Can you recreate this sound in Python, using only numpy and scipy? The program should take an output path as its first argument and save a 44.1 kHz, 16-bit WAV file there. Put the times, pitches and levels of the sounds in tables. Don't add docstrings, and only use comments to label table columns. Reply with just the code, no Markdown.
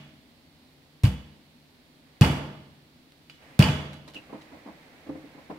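import sys
import numpy as np
from scipy import signal
from scipy.fft import rfft, irfft, next_fast_len
from scipy.io import wavfile

SR = 44100
rng = np.random.default_rng(int(sys.argv[2]) if len(sys.argv) > 2 else 0)


def unload_audio(sound):
    columns = np.transpose(np.atleast_2d(sound))
    steps = np.round(np.clip(columns, -1, 1) * 32767)
    wavfile.write(sys.argv[1], SR, steps.astype(np.int16))


N = 246078
AGE = np.arange(SR) / SR

# start in seconds, crack in dB, splatter in dB, its t60 in seconds,
# room in dB, heave of the counter in dB, rebound delay in seconds, rebound in dB.
SLAPS = [(-.40, -22, -35, .26, -26, 2, .09, -18), (1.0353, -28, -28, 0.29, -42, -5, .031, -13),
         (2.2106, -16, -25, 0.38, -23, -1, .089, -19), (3.5918, -16, -24.5, 0.3, -23, -.5, .095, -13)]
# start in seconds, gain in dB.
RATTLES = [(-.22, -20.5), (1.0529, -29.5), (1.061, -43), (2.2195, -21.5), (2.2474, -25), (3.2981, -42),
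           (3.6, -23), (3.625, -18), (3.63, -25), (3.64, -22), (3.687, -29.5)]
# start in seconds, level in dB, decay time in seconds.
TICKS = [(1.038, -35, 0.0034), (2.2164, -25, 0.0017), (2.228, -31, .002), (2.364, -46, 0.0078),
         (3.121, -59, 0.007), (3.299, -52.5, 0.013), (3.591, -29, 0.0012), (3.611, -19, 0.0018),
         (3.931, -48, 0.024), (4.078, -46.5, 0.024), (4.137, -48.5, 0.03), (4.168, -52, 0.013),
         (4.413, -52.5, 0.023)]
# start in seconds, thud gain in dB, skin in dB, swell time in seconds.
PATS = [(2.411, -53, -41, 0.0075), (4.07, -56, -48, 0.01), (4.155, -44, -51, 0.0084),
        (4.293, -67, -47.5, 0.0094), (4.323, -36.5, -40, 0.014), (4.515, -44.5, -47.5, 0.018),
        (4.655, -40.5, -43.5, 0.018), (5.064, -41.5, -49.5, 0.0081), (5.091, -31.5, -40.5, 0.0051),
        (5.152, -41, -48.5, 0.0047), (5.239, -46.5, -66, 0.0021), (5.345, -46.5, -55.5, .006),
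        (5.376, -50.5, -49, 0.01), (5.497, -37, -36.5, 0.0095)]
# start in seconds, length in seconds, level in dB.
ARM_MOVES = [(2.012, 0.2, -65.5), (3.368, 0.19, -54.5), (4.118, 1.45, -55.5)]

# pitch in Hz, relative level in dB, t60 in seconds.
COUNTER_MODES = [(64.9, -2, 0.37), (82.6, -4, 0.61), (111.4, -3, 0.43), (145.4, -3, 0.8),
                 (153.8, -0.5, 0.4), (189.2, 5.5, 0.26), (201.7, -14, 1), (232, -17.5, 1),
                 (255.8, -10, 0.46), (307.7, -19.5, 1), (393.4, -13, 0.15), (477.8, -11.5, 0.37),
                 (505, -17.5, 0.63), (630, -15, 0.77)]
CROCKERY_MODES = [(1630, -17.5, 0.078), (2260, -20, 0.084), (2430, -12, 0.073), (2580, 1.5, 0.025),
                  (2745, 1.5, 0.015), (2878, -7.5, 0.062), (2950, -14.5, 0.19), (2990, -18, 0.52),
                  (3365, -17.5, 0.23), (4475, -5.5, 0.045), (4600, -25.5, 0.33), (4800, -10.5, 0.043),
                  (5130, -19, 0.15)]
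PLATE_MODES = [(83, -17.5, 0.29), (153, -13.5, 0.44), (246, -11.5, 0.09), (285.5, 9, 0.11),
               (313.5, -3, 0.38), (428.5, -2.5, 0.11), (521, -8.5, 0.26)]

# frequency in Hz, relative spectral level in dB.
CRACK_SPECTRUM = [(100, 16.5), (400, 1), (1200, -13), (2500, -5.5), (4500, 1.5), (7000, -6.5), (11000, -11),
                  (16000, -20)]
SPLATTER_SPECTRUM = [(80, -26), (250, 23), (420, 4.5), (900, 4.5), (1600, 0.5), (2800, 2.5), (4500, -8),
                     (6500, -10.5), (10000, -11), (16000, -19)]
SLAP_ROOM_SPECTRUM = [(30, -23), (70, -6), (160, 3.5), (280, 4.5), (420, 0.5), (900, 0), (1300, -3),
                      (2000, -6.5), (2900, -8), (3900, -17.5), (4700, -16.5), (6000, -19.5), (10000, -22.5),
                      (16000, -32)]
CLINK_ROOM_SPECTRUM = [(300, -27), (1500, -1.5), (2600, 2), (3300, -0.5), (3900, -6.5), (4700, -11),
                       (6500, -10), (16000, -29)]
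TICK_SPECTRUM = [(300, 2.5), (1500, 3), (3000, 2.5), (4500, -1), (7000, -7.5), (11000, -12.5), (16000, -25)]
SKIN_SPECTRUM = [(50, -23), (120, -12.5), (200, 5.5), (350, -3.5), (620, 0), (1050, -3.5), (1500, -17),
                 (2500, -23), (7000, -42), (16000, -54)]
CLOTH_SPECTRUM = [(60, -1), (150, 8), (300, 5), (600, 8), (1300, 1), (2100, 5.5), (3200, -4.5), (6000, -14),
                  (16000, -24.5)]
HUM_SPECTRUM = [(20, -17), (45, -9.5), (80, 1), (115, -9), (152, 6.5), (200, -10), (245, 5), (420, -10),
                (600, -10.5), (1300, -18), (4300, -14), (6300, -26), (15500, -28)]

# centre in Hz, width in Hz, lift in dB.
CROCKERY_PEAKS = [(745, 11, -9), (869, 40, 7), (1150, 31, 2.5), (1350, 15, 2.5), (2440, 66, -2),
                  (2760, 62, 1), (2953, 35, 11), (3390, 55, 11), (4644, 120, 8.5), (5140, 35, 0)]
POCKET_PEAKS = [(3980, 200, 11.5), (4900, 200, 2.5)]

# frequency in Hz, t60 in seconds.
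KITCHEN_T60 = [(60, 1.4), (250, 0.9), (1000, 0.777), (3000, 0.76), (5500, 0.8), (8000, .5), (15000, 0.5)]
# frequency in Hz, correlation from 0 to 1.
MIC_LIKENESS = [(60, 0.8), (290, .9), (640, 0.6), (1400, 0), (16000, 0)]
# frequency in Hz, left minus right in dB.
DIRECT_PAN = [(100, 0), (1000, 2), (2000, -2), (4000, 6), (7500, 5), (13000, -8)]
DIFFUSE_PAN = [(100, -0.5), (500, -1.5), (1000, -0.1), (2200, -5.5), (4200, -2.5), (8000, -1.5),
               (13000, -6)]
HUM_PAN = [(100, 1), (700, 1), (2400, -2.5), (4400, -5), (8000, 1.5), (15000, -1.5)]


def slaps(crack_t60=0.015):
    out = np.zeros((2, N))
    for s, crack_db, splatter_db, splatter_t60, room_db, *_ in SLAPS:
        crack = noise(CRACK_SPECTRUM, direct=0.53) * dying(crack_t60)
        wet = grains(depth_db=3, per_s=900)
        splatter = noise(SPLATTER_SPECTRUM, direct=0.25) * wet * dying(splatter_t60)
        room = kitchen(SLAP_ROOM_SPECTRUM, build_s=0.0055, peaks=CROCKERY_PEAKS)
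        add(out, s, from_db(crack_db) * crack + from_db(splatter_db) * splatter + from_db(room_db) * room)
    return out


def thumps(lag_s=0.0014):
    out = np.zeros((2, N))
    for s, *_, heave_db, rebound_s, rebound_db in SLAPS:
        stiffening = 0.7 + 0.17 * heave_db
        add(out, s + lag_s, from_db(heave_db) * thump(heave_db, stiffening))
        add(out, s + lag_s + rebound_s, from_db(rebound_db) * thump(heave_db, 0.65 * stiffening))
    return out


def thump(force_db, stiffening, relax_s=0.004, build_s=0.014, boom_db=-18.5):
    heave_hz = 122.5 + 2.5 * force_db
    peak_s = (0.65 - 0.05 * force_db) / heave_hz
    modes = [(hz, db + 0.8 * force_db * np.log2(hz / heave_hz), t60) for hz, db, t60 in COUNTER_MODES]
    turns = np.cumsum(heave_hz * (1 + stiffening * np.exp(-AGE / relax_s))) / SR
    heave = swell(peak_s) ** 2.15 * np.sin(2 * np.pi * turns)
    boom = ring(modes, scatter_db=7, spread=0.11) * (1 - np.exp(-AGE / build_s))
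    return heave + from_db(boom_db) * boom


def rattles(room_db=-15):
    out = np.zeros((2, N))
    for s, db in RATTLES:
        clink = ring(CROCKERY_MODES, scatter_db=1.2, spread=1.2)
        room = kitchen(CLINK_ROOM_SPECTRUM, peaks=CROCKERY_PEAKS)
        add(out, s, from_db(db) * (clink + from_db(room_db) * room))
    return out


def ticks():
    out = np.zeros((2, N))
    for s, db, decay_s in TICKS:
        wet = grains(depth_db=4.5, per_s=610)
        crackle = noise(TICK_SPECTRUM, direct=0.17, peaks=POCKET_PEAKS) * wet * np.exp(-AGE / decay_s)
        room = from_db(-2) * np.sqrt(decay_s) * kitchen(TICK_SPECTRUM)
        add(out, s, from_db(db) * (crackle + room))
    return out


def pats(room_db=-11):
    out = np.zeros((2, N))
    for s, thud_db, skin_db, swell_s in PATS:
        thud = ring(PLATE_MODES, scatter_db=8.5, spread=0.27) * (1 - np.exp(-AGE / swell_s))
        skin = noise(SKIN_SPECTRUM) * swell(swell_s)
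        room = from_db(room_db) * kitchen(SKIN_SPECTRUM, build_s=0.014)
        add(out, s, from_db(thud_db) * thud + from_db(skin_db) * (skin + room))
    return out


def squeak(peak_s=4.165, peak_db=-36.5, end_hz=2750, sag_hz_per_s=9000, attack_s=0.0093, release_s=0.017):
    t = np.arange(N) / SR - peak_s
    before, after = np.maximum(-t, 0), np.maximum(t, 0)
    jitter = rng.standard_normal((2, N)) + 1j * rng.standard_normal((2, N))
    slip = signal.sosfilt(signal.butter(2, 130, fs=SR, output="sos"), jitter)
    turns = np.cumsum(end_hz + sag_hz_per_s * before) / SR
    band = np.real(slip * np.exp(2j * np.pi * turns))
    envelope = np.exp(-before / attack_s - after / release_s)
    return from_db(peak_db) * envelope * band / band.std()


def cloth(fidget_db=-68, attack_s=0.058, release_s=0.1):
    t = np.arange(N) / SR
    power = from_db(fidget_db) ** 2
    for s, length_s, db in ARM_MOVES:
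        rise = np.clip((t - s) / attack_s, 0, 1)
        fade = np.exp(-np.maximum(t - s - length_s, 0) / release_s)
        power = power + (from_db(db) * rise * fade) ** 2
    return np.sqrt(power) * noise(CLOTH_SPECTRUM, size=next_fast_len(N))[:, :N]


def kitchen(spectrum, build_s=0.0022, peaks=()):
    source = rfft(noise(spectrum, peaks=peaks))
    hz = np.arange(source.shape[-1])
    centres = np.geomspace(60, 15000, 9)
    out = 0
    for centre, share in zip(centres, np.eye(len(centres))):
        octave = irfft(source * at_hz(np.c_[centres, share], hz), SR)
        out = out + octave * dying(at_hz(KITCHEN_T60, centre))
    return out * (1 - np.exp(-AGE / build_s))


def hum(level_db=-58):
    return from_db(level_db) * noise(HUM_SPECTRUM, HUM_PAN, size=next_fast_len(N))[:, :N]


def noise(spectrum, pan=DIFFUSE_PAN, direct=0, size=SR, peaks=()):
    hz = np.arange(size // 2 + 1) * SR / size
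    sides = np.array([[1], [-1]])
    mid, side = rfft(rng.standard_normal((2, size)))
    alike = np.clip(at_hz(MIC_LIKENESS, hz), direct, 1)
    pair = np.sqrt(1 + alike) * mid + np.sqrt(1 - alike) * side * sides
    lean_db = direct * at_hz(DIRECT_PAN, hz) + (1 - direct) * at_hz(pan, hz)
    peaks_db = sum(db / (1 + (2 * (hz - centre) / width) ** 2) for centre, width, db in peaks)
    sound = irfft(pair * from_db(at_hz(spectrum, hz) + peaks_db + sides * lean_db / 2), size)
    return sound / sound.std()


def ring(modes, scatter_db, spread):
    out = 0
    for hz, db, t60 in modes:
        gain = from_db(db + spread * scatter_db * rng.standard_normal((2, 1)))
        phase = spread * rng.standard_normal((2, 1))
        out = out + gain * dying(t60) * np.sin(2 * np.pi * hz * AGE + phase)
    return out


def grains(depth_db, per_s):
    steps = from_db(depth_db * np.clip(rng.standard_normal(SR), -2, 2))
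    gain = np.interp(AGE * per_s, np.arange(SR), steps)
    return gain / np.sqrt(np.mean(gain ** 2))


def dying(t60):
    return np.exp(-np.log(1000) * AGE / t60)


def swell(peak_s):
    return AGE / peak_s * np.exp(1 - AGE / peak_s)


def from_db(db):
    return 10 ** (np.asarray(db) / 20)


def at_hz(points, hz):
    known, values = np.transpose(points)
    return np.interp(np.log(np.maximum(hz, 1)), np.log(known), values)


def add(track, s, sound):
    start = round(s * SR)
    first, last = max(start, 0), min(start + sound.shape[-1], N)
    track[:, first:last] += sound[..., first - start:last - start]


def scene():
    return slaps() + thumps() + rattles() + ticks() + squeak() + pats() + cloth() + hum()


def record(dry, cutoff_hz=15700):
    rounded = dry / (1 + dry ** 8) ** (1 / 8)
    lowpass = signal.ellip(10, 0.1, 80, cutoff_hz, fs=SR, output="sos")
    return signal.sosfilt(lowpass, rounded)


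dry = scene()
out = record(dry)
unload_audio(out)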